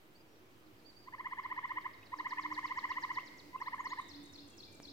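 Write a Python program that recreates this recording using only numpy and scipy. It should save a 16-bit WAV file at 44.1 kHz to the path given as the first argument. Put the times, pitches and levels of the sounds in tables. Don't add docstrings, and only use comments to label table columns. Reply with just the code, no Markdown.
import sys
import numpy as np
from scipy import signal
from scipy.fft import next_fast_len
from scipy.io import wavfile

SR = 44100
rng = np.random.default_rng(int(sys.argv[2]) if len(sys.argv) > 2 else 0)


def makeup_ratio(level_db):
    decades = np.asarray(level_db, float) / 20
    return 10 ** decades


def int16_out(signal):
    q = np.round(np.clip(np.atleast_2d(signal).T, -1, 1) * 32767)
    wavfile.write(sys.argv[1], SR, q.astype(np.int16))


N = 217057

# frequency in Hz, density in dB per Hz.
AIR_SPECTRUM = [(20, -23), (120, -13.5), (320, -10.5), (700, -17.5), (2500, -22.5), (6500, -34),
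                (10000, -37.5), (15700, -31.5)]
# frequency in Hz, correlation from -1 to 1.
AIR_LIKENESS = [(60, 1), (180, 0.8562), (550, 0.5507), (1650, -0.3509), (4970, 0.2741), (15000, -0.1208)]
# frequency in Hz, left minus right in dB.
AIR_BALANCE = [(60, -7), (240, -4), (950, -2), (3770, 0.5), (15000, -1.5)]
AIR_DB = -63.5
RUMBLE_DB_PER_S = 0.7338
BREEZE_S, BREEZE_WIDTH_S, BREEZE_DB = 2.8957, 1.2428, 2

# time in seconds, rate in Hz.
BLADE_RATE = [(0, 105.1), (2.5, 101.5), (4.92, 94.7)]
# multiple of the blade rate, level in dB, waver in Hz.
DRONE_ORDERS = [(1, 0.5225, 11.19), (2, -16, 36), (3, 0, 11.72), (3.5, 1.5, 19.88)]
# time in seconds, peak in dB, half width in seconds.
EXHAUST_SWELLS = [(.41, -64.5, 0.0321), (.69, -62, 0.0351), (.86, -61, 0.0231), (1.56, -62.5, 0.0348),
                  (1.76, -57, 0.0204), (2.19, -56, 0.0379), (2.29, -53.5, 0.03374), (2.5, -53.5, 0.12123),
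                  (2.66, -63, 0.0538), (2.9, -61, 0.1036), (3.13, -56, 0.03617), (3.29, -58.5, 0.02936),
                  (3.48, -57, 0.02138), (3.89, -61.5, 0.028), (4.202, -51, 0.05704), (4.42, -55.5, 0.06793),
                  (4.86, -57, 0.06215)]
FADED_DB = -69.5
DRONE_DB, NEARING_DB_PER_S = -66.5, 1.129

# time in seconds, pitch in Hz, rms level in dB.
ARCHED_WHISTLES = [
    [(0.14, 4067, -90), (0.154, 4490, -68.5), (0.186, 4844, -83), (0.214, 4874, -68.5),
     (0.225, 4890, -84.5)],
    [(0.84, 4233, -73.5), (0.864, 4647, -64.5), (0.882, 4723, -65), (0.896, 4657, -63.5),
     (0.915, 4278, -64.5)],
    [(0.95, 4313, -75), (0.965, 4562, -63), (0.995, 4790, -72), (1.03, 4687, -70.5), (1.09, 4245, -79.5)],
]
# start in seconds, length in seconds, from Hz, to Hz, rms level in dB.
FAR_GLIDES = [(.26, .16, 5650, 5620, -86.5), (1.145, .4, 3230, 3410, -83), (1.5, 0.4945, 3425, 3796, -81.5),
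              (1.93, 0.3198, 3759, 3920, -78), (3.96, 0.13784, 3975, 3863, -67.5),
              (3.976, .13, 3686, 3570, -69), (4.19, 0.065, 3571, 3573, -70.5),
              (4.235, 0.0917, 3853, 3688, -69), (4.447, 0.21613, 3333, 3309, -74),
              (4.374, 0.2996, 2775, 2664, -77.5), (4.637, .27, 2376, 2332, -72.5)]

# band centre in Hz, 60 dB decay time in seconds, level in dB.
WOOD_DECAY = [(955.55, 1.1339, -4.5), (1910, 1.1127, 0.8755), (3250.2, 0.9663, 2), (4802.3, 0.8077, 3.5869),
              (7647, 0.3452, 2)]
# resonance in Hz, sharpness (Q), share added.
FROG_OFF_AXIS = [(1051.7, 9.59, -0.4822), (1713.4, 4.724, -0.3233), (2003, 15.814, -0.84135),
                 (2060.8, 11.374, 0.1815)]

# time from the note in ms, pitch in Hz, level in dB, left minus right in dB,
# left lead in radians.
SHORT_SLIDE = [(-13, 6100, -25, -1, .5), (-8, 5400, -6, -1, .5), (0, 4540, 0, -1, .5),
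               (9, 3800, -3, -1, .5), (14, 3500, -25, -1, .5)]
SLIDE = [(-30, 8600, -34, 0, .5), (-24, 7600, -16, 0, .5), (-15, 6000, -10, -1, .5), (0, 4540, 0, -1, .5),
         (9, 3750, -3, -1, .5), (15, 3300, -10, -1, .5), (20, 3000, -26, 0, .5)]
CHIP = [(-7, 2380, -25, 0, 1.), (-3, 2410, -3, 0, 1.), (1, 2480, 0, 0, 1.), (4, 2700, -9, 0, 1.),
        (11, 3300, -15, 0, 1.), (15, 3500, -28, 0, 1.)]
TICK = [(-6, 10000, -25, 3, 1.1), (-4, 9400, -4, 3, 1.5), (0, 7900, 0, 3, 2.7), (3, 6900, -2, 3, 3.9),
        (7, 6200, -4, 3, 4.4), (10, 5800, -25, 3, 4.5)]
HOOK_DOWN = [(-75.5, 9900, -35.5, 0, 3.027), (-71, 9000, -7.5, 1.5, 1.47), (-63.5, 6600, -5.5, -5.5, 1.855),
             (-58, 5500, 2.5, -2.5, 5.071), (-45, 4650, -0.5, 1, 4.386), (-31.5, 4050, 7, 3, 5.404),
             (-32.5, 5500, -32, 2.5, 6)]
HOOK_UP = [(-19.5, 3300, -12.5, 12, 5), (-13, 3450, 3.5, 4.5, 4.092), (0, 4220, 1.5, 5, 5.52),
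           (13.5, 5200, -0.5, -3.5, 5.255), (28.5, 4900, -37, -7, 5.8)]
FLICK = [(-23, 5600, -25.5, 0, 0.857), (-14.5, 6200, -6, 0.00027, 0.97), (-8, 6620, -1.5, 0.00052, 1.),
         (6, 6720, -1.5, 0.00009, 1.), (11, 5400, -26, 0, 1.)]

# time in seconds, peak level in dB; chips add a pitch ratio.
SHORT_SLIDE_NOTES = [(.357, -74), (.54, -79), (.666, -73), (.797, -71), (.925, -72), (1.06, -78),
                     (1.189, -70), (1.313, -71), (1.438, -64), (1.563, -70), (1.687, -66), (1.815, -67),
                     (1.94, -65), (2.064, -63)]
SLIDE_NOTES = [(2.189, -58), (2.307, -55.5), (2.427, -55.5), (2.545, -53.5), (2.669, -55), (2.791, -54),
               (2.912, -55), (3.032, -53), (3.152, -55), (3.274, -57), (3.395, -56)]
CHIP_NOTES = [
    (2.032, -51.5, 1.0447),
    (2.384, -47.5, 1.0143),
    (2.687, -48.5, 1.0993),
    (2.93, -43.5, 1.1194),
    (3.198, -46, 1.11),
    (3.584, -51, 1.0842),
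]
PECK_NOTES = [
    (2.586, -65.5),
]
HOOK_NOTES = [
    (3.67, -64.5),
    (3.912, -59.5),
    (4.151, -58),
    (4.395, -58.5),
    (4.641, -57.5),
    (4.89, -57),
]
TICK_NOTES = [
    (3.753, -71),
    (3.992, -65.5),
    (4.236, -64),
    (4.481, -64.5),
    (4.727, -64),
]
FLICK_NOTES = [
    (3.812, -63),
    (3.903, -61.5),
]
TICK_GAP_S = .0225

# time from the peak in ms, pitch in
# Hz, then fundamental, second and third partial in dB.
PULSE = [(-28, 832.3, -38.5, -27.5, -56), (-23.5, 880, -22.5, -10, -41), (-16, 925, -16.5, -12, -35.5),
         (-9.5, 979.07, -7, -0.5, -23.5), (-4, 1010.1, -5.5, -4, -26.5), (0.0709, 1081.9, -0.5, -16, -26.5),
         (1.7576, 1095.7, -4, -13.5, -29), (3, 1049.4, -20.5, -6.5, -33), (7, 995.6, -60.5, -16.5, -49.5)]
# frequency in Hz, left minus right in dB, left lead in radians.
FROG_SIDE = [(900, -2.5, .8), (1100, -3.5, .8), (1720, 1.5, 1.4), (1900, .6, 2.1), (1990, .6, 2.6),
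             (2160, -1.5, 1.3), (3000, -3, 2.2)]
# delay in ms, left level in dB, right level in dB.
FROG_ECHOES = [(4.643, -17.5, -12), (13.612, -12.5, -21.5), (30.807, -18, -23.5)]
# first peak in seconds, number of pulses, steady gap in ms, wait after the first in ms,
# wait before the last in ms.
TRILLS = [
    (1.0856, 13, 64.56, 3.9, 17.6),
    (2.1402, 17, 65.51, 8, 5.1),
    (3.5604, 8, 63.8, 5.2, 2.1),
]
# full level in dB, shortfall at the start in dB, overtones in dB,
# share of the glide in the opening pulse.
EFFORT = [
    (-31, 10, -5, 0.84015),
    (-30.5, 1, -4, .8),
    (-31.5, 0, -6, 0.34623),
]
HURRY_MS, SETTLE_PULSES = 6.7, 1.95
WARM_PULSES, UNEVEN_DB = 2.6, 0.6489
FIRST_DULL_DB, LAST_DULL_DB = 8.5, 1
LAST_PUSH_DB = 0.7936
RISE_FULL, RISE_SHORT = 1.15, .25
HOME_HZ, RASP_DB = 1044.7, 1.6592

# time in seconds, peak level in dB, decay in ms.
HOUSING_TICK = (4.8012, -35.5, .7)


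def at_hz(points, hz):
    table_hz, values = np.transpose(points)
    return np.interp(np.log(hz), np.log(table_hz), values)


def rms_one(x):
    return x / np.sqrt(np.mean(np.abs(x) ** 2) + 1e-20)


def drift(rate_hz):
    r = np.exp(-2 * np.pi * rate_hz / SR)
    noise = rng.standard_normal(N + SR)
    return rms_one(signal.lfilter([1], [1, -2 * r, r * r], noise)[SR:])


def add(out, start_s, phase, level_db, pan_db, lead):
    i = round(start_s * SR)
    left = makeup_ratio(level_db + pan_db / 2) * np.sin(phase + lead)
    right = makeup_ratio(level_db - pan_db / 2) * np.sin(phase)
    out[:, i:i + len(phase)] += np.array([left, right])[:, :N - i]


def on_samples(shape):
    ms, *columns = np.transpose(shape)
    fine = np.arange(ms[0], ms[-1], 1000 / SR)
    return ms[0] / 1000, [np.interp(fine, ms, column) for column in columns]


def air(patchy_db):
    t = np.arange(N) / SR
    rumble_db = RUMBLE_DB_PER_S * t
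    hiss_db = BREEZE_DB * np.exp(-((t - BREEZE_S) / BREEZE_WIDTH_S) ** 2)
    edges = 20 * 2 ** np.arange(0, 9.9, 1 / 3)
    white = rng.standard_normal((2, 2, N))
    out = 0
    for k, (low, high) in enumerate(zip(edges, edges[1:])):
        band = signal.butter(2, [low, high], "band", fs=SR, output="sos")
        mid, side = signal.sosfilt(band, white[k % 2])
        hz = np.sqrt(low * high)
        alike = np.clip(at_hz(AIR_LIKENESS, hz), -1, 1)
        lean_db = at_hz(AIR_BALANCE, hz) / 2
        bass = at_hz([(400, 1), (1500, 0)], hz)
        swell_db = bass * rumble_db + (1.5 - bass) * hiss_db
        gain = makeup_ratio(at_hz(AIR_SPECTRUM, hz) + swell_db + patchy_db * drift(5.55))
        ports = np.sqrt(1 + alike) * mid + np.sqrt(1 - alike) * side * [[1], [-1]]
        out = out + gain * makeup_ratio(np.array([[lean_db], [-lean_db]])) * ports
    return makeup_ratio(AIR_DB) * out / np.std(out[:, :SR])


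def aircraft():
    t = np.arange(N) / SR
    time_s, rate_hz = np.transpose(BLADE_RATE)
    phase = np.cumsum(2 * np.pi * np.interp(t, time_s, rate_hz) / SR)
    swells = sum(makeup_ratio(2 * db) * np.exp(-((t - s) / width) ** 2) for s, db, width in EXHAUST_SWELLS)
    exhaust_db = 10 * np.log10(swells + makeup_ratio(2 * FADED_DB))
    tone = 0
    for multiple, db, waver_hz in DRONE_ORDERS:
        exhaust = multiple == 3
        level_db = exhaust_db if exhaust else DRONE_DB + NEARING_DB_PER_S * t
        blur = 1.0 * exhaust + .3 * (drift(waver_hz) + 1j * drift(waver_hz))
        tone = tone + makeup_ratio(level_db + db) * np.real(blur * np.exp(1j * multiple * phase))
    return np.array([tone, np.roll(tone, 12)]) * makeup_ratio(np.array([[-1.9], [1.9]]))


def whistles(calls, gain_db, flutter_db, lead):
    out = np.zeros((2, N))
    flutter = flutter_db * drift(35.65)
    for rows in calls:
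        start_s, (hz, db) = on_samples(np.array(rows) * [1000, 1, 1])
        edge_db = 20 * np.log10(signal.windows.tukey(len(hz), .4) + 1e-4)
        waver_db = flutter[round(start_s * SR):][:len(hz)]
        phase = np.cumsum(2 * np.pi * hz / SR)
        add(out, start_s, phase, db + gain_db + edge_db + waver_db, 0, lead)
    return out


def woods(x, gap_ms, shorten):
    t = np.arange(SR) / SR
    white = rng.standard_normal((2, SR))
    tail = 0
    for hz, t60_s, db in WOOD_DECAY:
        band = signal.butter(2, [hz / 1.5, hz * 1.5], "band", fs=SR, output="sos")
        tail = tail + signal.sosfilt(band, white) * makeup_ratio(db - 60 * t * shorten / t60_s)
    build_up = np.clip(t * 1000 / gap_ms, 0, 1)
    tail = tail * build_up / np.sqrt(np.sum(tail ** 2) / 2)
    return signal.fftconvolve(x, tail, axes=1)[:, :N]


def song(shape, notes):
    out = np.zeros((2, N))
    lead_in, (hz, level_db, pan_db, lead) = on_samples(shape)
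    for (s, db, *ratio), chance in zip(notes, rng.standard_normal(len(notes))):
        note_hz = hz * np.prod(ratio) * (1 + 0.006041 * chance)
        add(out, s + lead_in, np.cumsum(2 * np.pi * note_hz / SR), db + level_db, pan_db, lead)
    return out


def pulses():
    rows = []
    for (s, count, gap, first, last), (full_db, short_db, overtones_db, glide) in zip(TRILLS, EFFORT):
        k = np.arange(count)
        opening, closing = k == 0, k == k[-1]
        cold = np.exp(-k / WARM_PULSES)
        gaps_ms = gap - HURRY_MS * np.exp(-k / SETTLE_PULSES) + first * opening + last * np.roll(closing, -1)
        chance = rng.standard_normal((count, 2))
        peak_s = s + (np.cumsum(gaps_ms) - gaps_ms) / 1000
        level_db = full_db - short_db * cold + LAST_PUSH_DB * closing + UNEVEN_DB * chance[:, 0]
        bright_db = overtones_db - FIRST_DULL_DB * opening - LAST_DULL_DB * closing
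        held_back = (1 - glide) * opening
        rise = RISE_FULL - RISE_SHORT * cold + .6 * held_back + 0.059844 * chance[:, 1]
        rows += zip(peak_s, level_db, bright_db, rise, 1 - held_back)
    return rows


def frog(pitch_spread):
    out = np.zeros((2, N))
    rows = pulses()
    rasp = RASP_DB * drift(62.0)
    side_hz, *side_columns = np.transpose(FROG_SIDE)
    for (s, db, overtones_db, rise, glide), chance in zip(rows, rng.standard_normal(len(rows))):
        shape = [(min(ms, 0) * rise * .9 + max(ms, 0), *rest) for ms, *rest in PULSE]
        lead_in, (hz, *levels) = on_samples(shape)
        hz = HOME_HZ + (hz - HOME_HZ) * glide
        phase = np.cumsum(2 * np.pi * hz * (1 + pitch_spread * chance) / SR)
        bright_db = overtones_db + 1.6757 + rasp[round(s * SR):][:len(hz)]
        for k, level_db in enumerate(levels):
            pan_db, lead = [np.interp((k + 1) * hz, side_hz, column) for column in side_columns]
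            partial_db = db + 0.1446 + level_db + bright_db * (k > 0)
            add(out, s + lead_in, (k + 1) * phase, partial_db, pan_db, lead)
    echoes = 0
    for ms, left_db, right_db in FROG_ECHOES:
        echoes = echoes + makeup_ratio(np.array([[left_db], [right_db]])) * np.roll(out, round(ms * SR / 1000), axis=1)
    return out + echoes


def snap():
    s, db, decay_ms = HOUSING_TICK
    t = np.maximum(np.arange(N) / SR - s, 0) * 1000 / decay_ms
    step = makeup_ratio(db) * (t > 0) * np.exp(-t) * (1 - .7 * t)
    return signal.lfilter([.3], [1, -.7], step)


def scene():
    slider = song(SHORT_SLIDE, SHORT_SLIDE_NOTES) + song(SLIDE, SLIDE_NOTES)
    hooker = song(HOOK_DOWN, HOOK_NOTES) + song(HOOK_UP, HOOK_NOTES)
    second_ticks = [(s + TICK_GAP_S, db) for s, db in TICK_NOTES]
    ticks = makeup_ratio(4.5) * song(TICK, TICK_NOTES + PECK_NOTES + second_ticks)
    far = song(FLICK, FLICK_NOTES) + makeup_ratio(-3.5) * song(CHIP, CHIP_NOTES)
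    far = far + whistles(ARCHED_WHISTLES, gain_db=5.0, flutter_db=-0.5, lead=1.3664)
    glides = [[(s, a, db), (s + length, b, db)] for s, length, a, b, db in FAR_GLIDES]
    distant = whistles(glides, gain_db=1.0055, flutter_db=4.5, lead=0.846)
    caller = frog(pitch_spread=0.004662)

    sideways = caller
    for hz, sharp, share in FROG_OFF_AXIS:
        sideways = sideways + share * signal.lfilter(*signal.iirpeak(hz, sharp, fs=SR), caller)
    away = signal.lfilter([2, -3.6, 1.62], [1], slider)
    sent = makeup_ratio(-5.0) * sideways + makeup_ratio(-3.0) * away + makeup_ratio(-4.5) * hooker
    analytic = signal.hilbert(sent, next_fast_len(N))[:, :N]
    sent = np.real(analytic * np.exp(1.5j * drift(8)))
    sent = sent + makeup_ratio(-14) * far + makeup_ratio(-4.5) * distant + makeup_ratio(-6) * ticks
    scatter = woods(sent, gap_ms=20, shorten=1)
    foliage = makeup_ratio(-7) * woods(slider + hooker + far, gap_ms=1, shorten=25)
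    calls = caller + slider + hooker + ticks + far + distant
    return calls + scatter + foliage + aircraft() + air(patchy_db=0.7895) + snap()


def top_cut(x):
    return signal.sosfilt(signal.butter(12, 15890, fs=SR, output="sos"), x)


def record(dry):
    mix = dry - .0005
    return top_cut(mix)


dry = scene()
out = record(dry)
int16_out(out)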